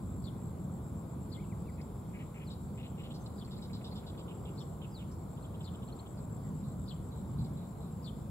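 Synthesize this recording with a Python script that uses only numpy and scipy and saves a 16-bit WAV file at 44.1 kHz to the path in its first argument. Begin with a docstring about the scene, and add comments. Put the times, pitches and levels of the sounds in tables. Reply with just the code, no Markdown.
"""A yard in front of a low building. Small birds chirp and whistle in gliding tones, and chatter
as pulses of the syrinx excite a resonance of the throat. A bush cricket trills in short bursts,
each stroke scraping a file that rings its wings, over the fizz of other insects in the grass.
Leaves, light wind and a distant rumble lie underneath; ground, walls and trees give a faint echo."""
import sys
import numpy as np
from scipy import signal
from scipy.fft import rfft, irfft
from scipy.io import wavfile
from scipy.ndimage import uniform_filter1d, map_coordinates

SR = 44100
rng = np.random.default_rng(int(sys.argv[2]) if len(sys.argv) > 2 else 0)


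def transcribe(u):
    """Save the signal u as a 16-bit wav file named by the first command-line argument.

    u: samples, shape (n,) or (channels, n), limited to [-1, 1]; the rate is SR.
    q: integer samples, one column per channel.
    """
    v = np.clip(np.atleast_2d(u).T, -1, 1)
    q = np.round(v * 32767).astype(np.int16)
    wavfile.write(sys.argv[1], SR, q)


N = 366030


def chirps(roughness=.4, waver=.05, hoarse_db=-9.5, hoarse_s=.081, side_db=7, lag_s=.00007):
    """Random amplitude and frequency modulation roughen the swept tone of one bird's repeated call."""
    # the calls (time [s], level [dB], pitch factor [ratio])
    calls = [(.243, -58, 1.01), (1.32, -59, 1.01), (3.385, -60, 0.98), (4.579, -58.5, 1), (5.645, -57, .99),
             (6.881, -56, 0.99), (8.046, -54.5, 1.01)]
    # a call's thin lead-in, arch and falling tail
    # (offset [s], length [s], start [Hz], middle [Hz], end [Hz], relative level [dB], swell [dB])
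    parts = [(-.023, .02, 4900, 5000, 5150, -16, 4), (-.006, .028, 3150, 4560, 3100, -3.5, 5),
             (.023, .034, 3620, 3370, 3130, -3.5, -12)]
    out = np.zeros((2, N))
    for s, call_db, pitch in calls:
        for offset, length, first, middle, last, db, swell_db in parts:
            size = round(length * SR)
            hz = pitch * arc(first, middle, last, size) * (1 + waver * drift(size, 600))
            level = gain_of(call_db + db + swell_db * np.linspace(-.5, .5, size))
            level *= 1 + roughness * drift(size, 440)
            tone = level * sine(hz) * signal.windows.tukey(size, .42)
            add(out, s + offset, placed(tone, side_db, lag_s))
        # a weaker, hoarse second voice falls straight through the call
        fall_hz = np.linspace(5300, 3200, round(hoarse_s * SR))
        noise = rng.standard_normal(len(fall_hz))
        hoarse = unit_rms(resonate(resonate(noise, fall_hz, 500), fall_hz, 900))
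        hoarse *= gain_of(call_db + hoarse_db) * np.hanning(len(fall_hz)) ** 2
        add(out, s - .024, placed(hoarse, side_db, lag_s))
    return out


def clear_notes(pip_s=.017, pip_hz=(3620, 4240, 4420)):
    """Pitch contours: three frequencies define each note of a warble, the slurs and the rising pips."""
    # a short warble and a high peep
    # (time [s], length [s], start [Hz], middle [Hz], end [Hz], level [dB])
    warble = [(1.358, .061, 2250, 2144, 2870, -66), (1.406, .022, 2700, 3330, 3850, -74),
              (1.413, .028, 2300, 2240, 2260, -69), (1.427, .036, 3800, 2880, 2450, -74),
              (3.195, .045, 6200, 6170, 6000, -69)]
    # falling slurs (time [s], length [s], start [Hz], level [dB])
    slurs = [(1.51, .029, 2700, -65), (1.673, .04, 2730, -65), (1.782, .03, 2450, -72),
             (2.458, 0.049, 5080, -63), (4.93, 0.07, 5150, -58.5)]
    # quick rising pips (time [s], level [dB])
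    pips = [(5.421, -68), (5.874, -65.5), (5.921, -59), (5.99, -59)]
    notes = list(warble)
    for s, length, hz, db in slurs:
        notes.append((s - .022, .034, 1.02 * hz, .98 * hz, .92 * hz, db - 13))  # thin lead-in
        notes.append((s, length, hz, .8 * hz, .665 * hz, db))
    return notes + [(s, pip_s, *pip_hz, db) for s, db in pips]


def whistles(waver=.011):
    """Frequency modulation: each clear note is a nearly pure tone gliding along a smooth arc."""
    # where the whistles come from (time [s], left minus right [dB])
    sides = [(1.8, 8), (2.4, 1), (4.9, 3), (5.4, 0)]
    out = np.zeros((2, N))
    for s, length, first, middle, last, db in clear_notes():
        size = round(length * SR)
        hz = arc(first, middle, last, size) * (1 + waver * drift(size, 300))
        tone = gain_of(db) * sine(hz) * signal.windows.tukey(size, .8)
        add(out, s, placed(tone, at_time(sides, s), lag_s=.00002))
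    return out


def scold_notes(length_s=.049, step_s=.054, rise=1.05):
    """Bandwidth sets harshness: a syllable with a narrow voiced core, then a higher, broader one."""
    # low scolds (time [s], pitch [Hz], bandwidth [Hz], level [dB], relative core level [dB])
    scolds = [(2.131, 2170, 650, -61, -3), (2.34, 2280, 650, -61, -4.5), (2.772, 2650, 900, -59.5, -7),
              (2.975, 2800, 1000, -59, -16)]
    notes = []
    for s, hz, width, db, core_db in scolds:
        second_hz = 1.08 * hz
        notes += [(s, length_s, hz, hz * rise, width, db - 2),
                  (s, length_s, hz, hz * rise, 280, db + core_db),
                  (s + step_s, length_s, second_hz, second_hz * rise, 1.15 * width, db)]
    return notes


def chatter_notes(beats=7, start_s=3.506, step_s=.1112, peak_s=3.8, peak_db=-55.5, fade_db_per_s=15.5):
    """Periodic beats swell and fade under one envelope, each with its own scatter of pitch and level."""
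    # one beat: a low hiccup and a two-voiced rasp
    # (offset [s], length [s], start [Hz], end [Hz], bandwidth [Hz], relative level [dB])
    beat = [(-.032, .016, 1880, 2480, 700, -8.5), (0, .05, 3680, 3520, 900, -1.5),
            (.004, .042, 4850, 4750, 850, -8.5)]
    notes = []
    for s in start_s + step_s * np.arange(beats):
        effort_db = peak_db - fade_db_per_s * abs(s - peak_s)
        for offset, length, first, last, width, db in beat:
            pitch = 1 + .04 * rng.standard_normal()
            level_db = effort_db + db + 1.2 * rng.standard_normal()
            notes.append((s + offset, length, first * pitch, last * pitch, width, level_db))
    return notes


def harsh_notes():
    """Gliding bands: a centre frequency and a bandwidth define each of the birds' noisy notes."""
    # single harsh notes (time [s], length [s], start [Hz], end [Hz], bandwidth [Hz], level [dB])
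    singles = [(1.778, .034, 2280, 2120, 450, -64.5), (1.814, .007, 4400, 4400, 2000, -60.5),
               (2.499, .046, 3870, 4120, 1190, -58.5), (3.103, .022, 3200, 3500, 800, -56),
               (3.138, 0.038, 4220, 4700, 1400, -60), (3.26, .013, 3900, 4100, 1400, -56.5),
               (3.445, .025, 4400, 4300, 1000, -64), (3.562, .036, 4200, 4200, 900, -64),
               (3.912, .025, 4300, 4270, 600, -58), (4.596, .036, 5340, 5260, 590, -68.5),
               (5.11, .042, 5300, 5500, 700, -72), (6.17, .04, 4640, 3900, 900, -71),
               (6.43, .055, 2100, 1800, 300, -74), (7.382, .045, 4150, 3970, 700, -64),
               (7.442, .032, 4600, 3400, 1300, -66)]
    # falling churrs (time [s], level [dB])
    churrs = [(4.276, -62.5), (4.449, -63), (4.811, -61.5), (4.982, -63)]
    # a far bird's faint, blurred notes (time [s], level [dB])
    far_notes = [(6.63, -75), (7.11, -71), (7.56, -72), (7.8, -73)]
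    # dry ticks (time [s], level [dB])
    ticks = [(5.37, -68), (5.442, -64), (5.542, -65), (5.605, -61), (5.741, -62), (5.82, -62.5),
             (5.887, -64.5), (5.988, -66), (6.058, -64.5)]
    notes = list(singles) + scold_notes() + chatter_notes()
    notes += [(s, .052, 3380, 2560, 760, db) for s, db in churrs]
    notes += [(s, .11, 3950, 3750, 600, db) for s, db in far_notes]
    return notes + [(s, .019, 3260, 3174, 650, db) for s, db in ticks]


def rasps(pulse_hz=250.2, jitter=.15, noise_share=.35, swing=.206):
    """Source and filter: uneven pulses of the syrinx modulate a tone and ring the throat around it."""
    # where the chatter comes from (time [s], left minus right [dB])
    sides = [(2.2, 3), (3.0, 2.5), (3.15, -2), (4.15, -0.5), (4.3, -7), (5.0, -6), (5.4, -4)]
    out = np.zeros((2, N))
    for s, length, first, last, width, db in harsh_notes():
        size = round(length * SR)
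        hz = np.linspace(first, last, size)
        cycles = np.cumsum(pulse_hz * (1 + jitter * drift(size, 200))) / SR
        pulses = np.diff(np.floor(cycles), prepend=-1)
        opening = .32 + np.exp(-(cycles % 1) / .36)
        breath = unit_rms(opening * rng.standard_normal(size))
        drive = (1 - noise_share) * unit_rms(pulses) + noise_share * breath
        throat = unit_rms(resonate(drive, hz, 1.8 * width))
        tone = unit_rms(opening * sine(hz + swing * width * drift(size, 540)))
        core = np.interp(first, [2900, 3600], [.6, 1.1])  # high notes are clearer, low ones mostly rasp
        # the beak passes only a band about the throat's pitch
        band_hz = np.clip([hz.mean() - 1.05 * width, hz.mean() + 1.2 * width], 500, SR / 2 - 500)
        beak = signal.butter(6, band_hz, "band", fs=SR, output="sos")
        note = unit_rms(signal.sosfilt(beak, core * tone + throat))
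        # low notes swell; high notes start crisply and fade
        swell_db = np.interp(first, [2800, 3700], [3, -8]) * np.linspace(-.5, .5, size)
        note *= gain_of(db + swell_db) * signal.windows.tukey(size, .23)
        add(out, s, placed(note, at_time(sides, s), lag_s=.00013))
    return out


def trill_gate(t, burst_s=.071, ramp_s=.015):
    """On-off modulation: short ramps switch the cricket's song into bursts and longer holds."""
    # runs of even bursts (start [s], end [s], burst rate [Hz])
    runs = [(.585, 1.9, 8.13), (1.95, 2.55, 7.75), (2.612, 4.3, 8.3), (4.85, 5.48, 9.1), (5.595, 6.99, 8.4),
            (7.03, 8.25, 7.95)]
    # unbroken trills (start [s], end [s])
    holds = [(.02, .28), (.37, 0.51), (4.35, 4.75)]
    bursts = [(s, s + burst_s) for start, end, rate in runs for s in np.arange(start, end, 1 / rate)]
    return sum(np.clip(np.minimum(t - start, end - t) / ramp_s + .5, 0, 1)
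               for start, end in list(holds) + bursts)


def cricket(stroke_hz=50.3, depth=.45, scattered_db=-11):
    """Stridulation: every fast stroke scrapes a file and excites the resonances of the wings."""
    # wing resonances (frequency [Hz], bandwidth [Hz], relative level [dB])
    wing_modes = [(7610, 73, 3.5), (7726, 82, 0), (7460, 120, -5), (7190, 150, -7)]
    # how hard the cricket sings (time [s], level [dB])
    effort = [(0, -68.5), (1.25, -67.5), (1.9, -73), (2.7, -69), (3.7, -69.5), (4.6, -70), (4.9, -72.5),
              (5.4, -69.5), (6.2, -66), (6.85, -67), (7.7, -71), (8.2, -70.5)]
    t = np.arange(N) / SR
    level = trill_gate(t) * gain_of(at_time(effort, t))
    phase = 2 * np.pi * np.cumsum(stroke_hz * (1 + .0382 * drift(N, 8.24))) / SR
    # each stroke starts sharply and trails off
    strokes = unit_rms(np.maximum(1 + depth * np.cos(phase) + .27 * np.cos(2 * phase + 1.2), 0))
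    wings = np.array([ring(rng.standard_normal(N), wing_modes) for _ in range(2)])
    wings /= np.sqrt(uniform_filter1d(wings ** 2, size=1300) + 1e-9)  # strokes about equally strong
    song, scattered = level * strokes * wings
    direct = placed(song, side_db=6.3, lag_s=.00015)
    return direct + gain_of(scattered_db) * placed(scattered, side_db=-1.8, lag_s=0)


def meadow(leaves_db=-75, fizz_db=-70, chorus_left_db=-73.5, chorus_right_db=-76):
    """Incoherent summation: leaves, far birds and many insects merge into bands of noise."""
    # the other crickets' resonances (frequency [Hz], bandwidth [Hz], relative level [dB])
    chorus_modes = [(7360, 210, 5), (7510, 120, -3)]
    # leaves and far birds (frequency [Hz], relative spectral density [dB])
    leaf_spectrum = [(1000, -33), (1700, -3.5), (2200, -1.5), (2750, -6.5), (3650, -0.5), (4350, -4),
                     (5300, -7), (6000, -9.5), (6700, -8.5), (7300, -10), (9000, -40)]
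    # insects in the grass (frequency [Hz], relative spectral density [dB])
    fizz_spectrum = [(5000, -46), (7400, 2.5), (7950, -3), (8400, -4), (9400, -1.5), (10600, -4),
                     (13200, -3.5), (14500, -7.5), (15800, -6)]
    chorus = np.array([ring(rng.standard_normal(N), chorus_modes) * gain_of(1.7 * drift(N, 3.3))
                       for _ in range(2)])
    leaves = gain_of(leaves_db) * diffuse_noise(leaf_spectrum, patchy_db=1.76)
    fizz = gain_of(fizz_db) * diffuse_noise(fizz_spectrum, patchy_db=1.1)
    return leaves + fizz + chorus * gain_of([[chorus_left_db], [chorus_right_db]])


def wind(split_hz=300, rush_db=-53, stir_db=.55):
    """Amplitude-modulated noise: the low rumble swells with the gusts; the rush above barely stirs."""
    # wind and distant rumble (frequency [Hz], relative spectral density [dB])
    spectrum = [(10, -43), (25, -27), (40, -20.5), (52, -6.5), (78, 0.5), (100, -1), (150, .5), (195, -1.5),
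                (290, -13.5), (410, -17), (620, -22.5), (1050, -25.5), (1480, -35.5), (1760, -48),
                (2500, -54), (4200, -120)]
    # the gusts (time [s], level [dB])
    gusts = [(0.0, -44), (0.04, -40), (2.54, -43), (2.59, -41), (4.0, -44), (5.85, -42), (6.06, -46.5),
             (6.45, -39.5), (7.12, -42.5), (7.42, -35), (7.67, -44), (8.3, -41)]
    noise = diffuse_noise(spectrum, patchy_db=.68)
    low = signal.sosfiltfilt(signal.butter(4, split_hz, fs=SR, output="sos"), noise)
    rumble = unit_rms(low) * gain_of(at_time(gusts, np.arange(N) / SR))
    rush = unit_rms(noise - low) * gain_of(rush_db + stir_db * drift(N, .9))
    return rumble + rush


def yard(x, near_db, far_db, near_t60_s=.047, echoes_per_s=2500):
    """Reverberation: ground and wall scatter a quick cluster of echoes; trees add a faint longer tail."""
    # decay of the tail (frequency [Hz], reverberation time [s])
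    tail_t60 = [(1000, 0.36), (4000, 0.48), (8000, 0.26)]
    t = np.arange(SR // 2) / SR
    taps = rng.choice([-1., 1.], (2, len(t)))
    taps *= (rng.random((2, len(t))) < echoes_per_s / SR) * (t > .004)
    near = taps * gain_of(-60 * t / near_t60_s)
    hz, frame_s, late = signal.stft(taps[::-1] * (t > .025), SR, nperseg=256)
    late *= gain_of(-60 * frame_s / at_frequency(tail_t60, hz)[:, None])
    far = signal.istft(late, SR, nperseg=256)[1][:, :len(t)]
    echo = gain_of(near_db) * near / np.linalg.norm(near[0])
    echo += gain_of(far_db) * far / np.linalg.norm(far[0])
    return x + signal.fftconvolve(x, echo, axes=1)[:, :N]


def diffuse_noise(spectrum, patchy_db):
    """A diffuse field: partly coherent stereo noise, of rms 1 in mono, whose level drifts in patches."""
    # likeness of left and right (frequency [Hz], coherence [ratio])
    coherence = [(60, 0.9), (150, 1), (380, 0.84), (950, 0.34), (2380, 0.42), (5980, 0.17), (15000, -0.01)]
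    # how far the left leads (frequency [Hz], phase [rad])
    lead = [(100, 0.023), (300, 0.39), (800, 0.75), (2000, 0.68), (4000, 0)]
    # balance of the field (frequency [Hz], left minus right [dB])
    sides = [(200, 0), (500, -0.1), (1100, 2.5), (2500, 0.5), (4000, -0.5), (6000, -0.5), (8500, 4),
             (10000, -0.5), (15000, -0.5)]
    frames, hz = N // 512 + 5, np.fft.rfftfreq(2048, 1 / SR)
    a, b, c, d, patches = rng.standard_normal((5, frames, len(hz)))
    patches = unit_rms(uniform_filter1d(uniform_filter1d(patches, size=7, axis=0), size=24, axis=1))
    left, independent = a + 1j * b, c + 1j * d
    shared = np.clip(at_frequency(coherence, hz), -1, 1)
    right = shared * left + np.sqrt(1 - shared ** 2) * independent
    right *= np.exp(-1j * at_frequency(lead, hz))
    side = gain_of(at_frequency(sides, hz) / 2)
    level = gain_of(at_frequency(spectrum, hz) + patchy_db * patches)
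    spectra = level * np.array([left * side, right / side])
    x = signal.istft(spectra, nperseg=2048, noverlap=1536, time_axis=1, freq_axis=2)[1][:, :N]
    return x / np.std(x.mean(0))


def resonate(x, hz, width):
    """A resonance of gain 1 whose centre follows hz."""
    carrier = np.exp(2j * np.pi * np.cumsum(hz * np.ones(len(x))) / SR)
    pole = np.exp(-np.pi * width / SR)
    return 2 * (carrier * signal.lfilter([1 - pole], [1, -pole], x / carrier + 1e-18)).real


def ring(x, modes):
    """Modal superposition: x drives a set of steep-sided resonances."""
    return unit_rms(sum(gain_of(db) * unit_rms(resonate(resonate(x, hz, width), hz, width))
                        for hz, width, db in modes))


def placed(x, side_db, lag_s):
    """Direction from level and delay: the left is side_db louder, the right lag_s later."""
    late = map_coordinates(x, [np.arange(len(x)) - lag_s * SR], order=3)
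    return np.array([x * gain_of(side_db / 2), late * gain_of(-side_db / 2)])


def drift(size, hz):
    """Low-pass noise of rms about 1 that changes about hz times a second."""
    f = np.fft.rfftfreq(SR + size, 1 / SR)
    spectrum = rfft(rng.standard_normal(SR + size)) * np.exp(-(f / hz) ** 2)
    return unit_rms(irfft(spectrum))[:size]


def sine(hz):
    """A tone of rms 1 whose phase is the integral of its frequency."""
    return np.sqrt(2) * np.sin(2 * np.pi * np.cumsum(hz) / SR)


def arc(first, middle, last, size):
    """A parabola through three pitches."""
    return np.polyval(np.polyfit([0, .5, 1], [first, middle, last], 2), np.linspace(0, 1, size))


def add(mix, s, sound):
    """Superposes a stereo sound at time s."""
    part = mix[:, max(round(s * SR), 0):][:, :sound.shape[1]]
    part += sound[:, :part.shape[1]]


def at_time(points, s):
    """Interpolates a table in time."""
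    return np.interp(s, *np.transpose(points))


def at_frequency(points, hz):
    """Interpolates a table on a log-frequency axis."""
    f, value = np.transpose(points)
    return np.interp(np.log(hz + 1), np.log(f + 1), value)


def gain_of(db):
    """Decibels as an amplitude ratio."""
    return 10 ** (np.asarray(db) / 20)


def unit_rms(x):
    """Scales to rms 1."""
    return x / np.sqrt(np.mean(x ** 2) + 1e-20)


def scene():
    """Superposition: the birds echo in the yard; insects and wind surround them."""
    birds = yard(chirps(), near_db=-6.5, far_db=-15)
    birds += yard(whistles(), near_db=-12, far_db=-17)
    birds += yard(rasps(), near_db=-9, far_db=-14)
    return birds + cricket() + meadow() + wind()


def record(dry, low_cut_hz=40, high_cut_hz=15780):
    """Band limiting: filters remove the deepest rumble and the highest treble."""
    high_pass = signal.butter(4, low_cut_hz, "high", fs=SR, output="sos")
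    low_pass = signal.firwin(1023, high_cut_hz, window=("kaiser", 9), fs=SR)
    return signal.oaconvolve(signal.sosfilt(high_pass, dry), low_pass[None], "same")


dry = scene()
out = record(dry)
transcribe(out)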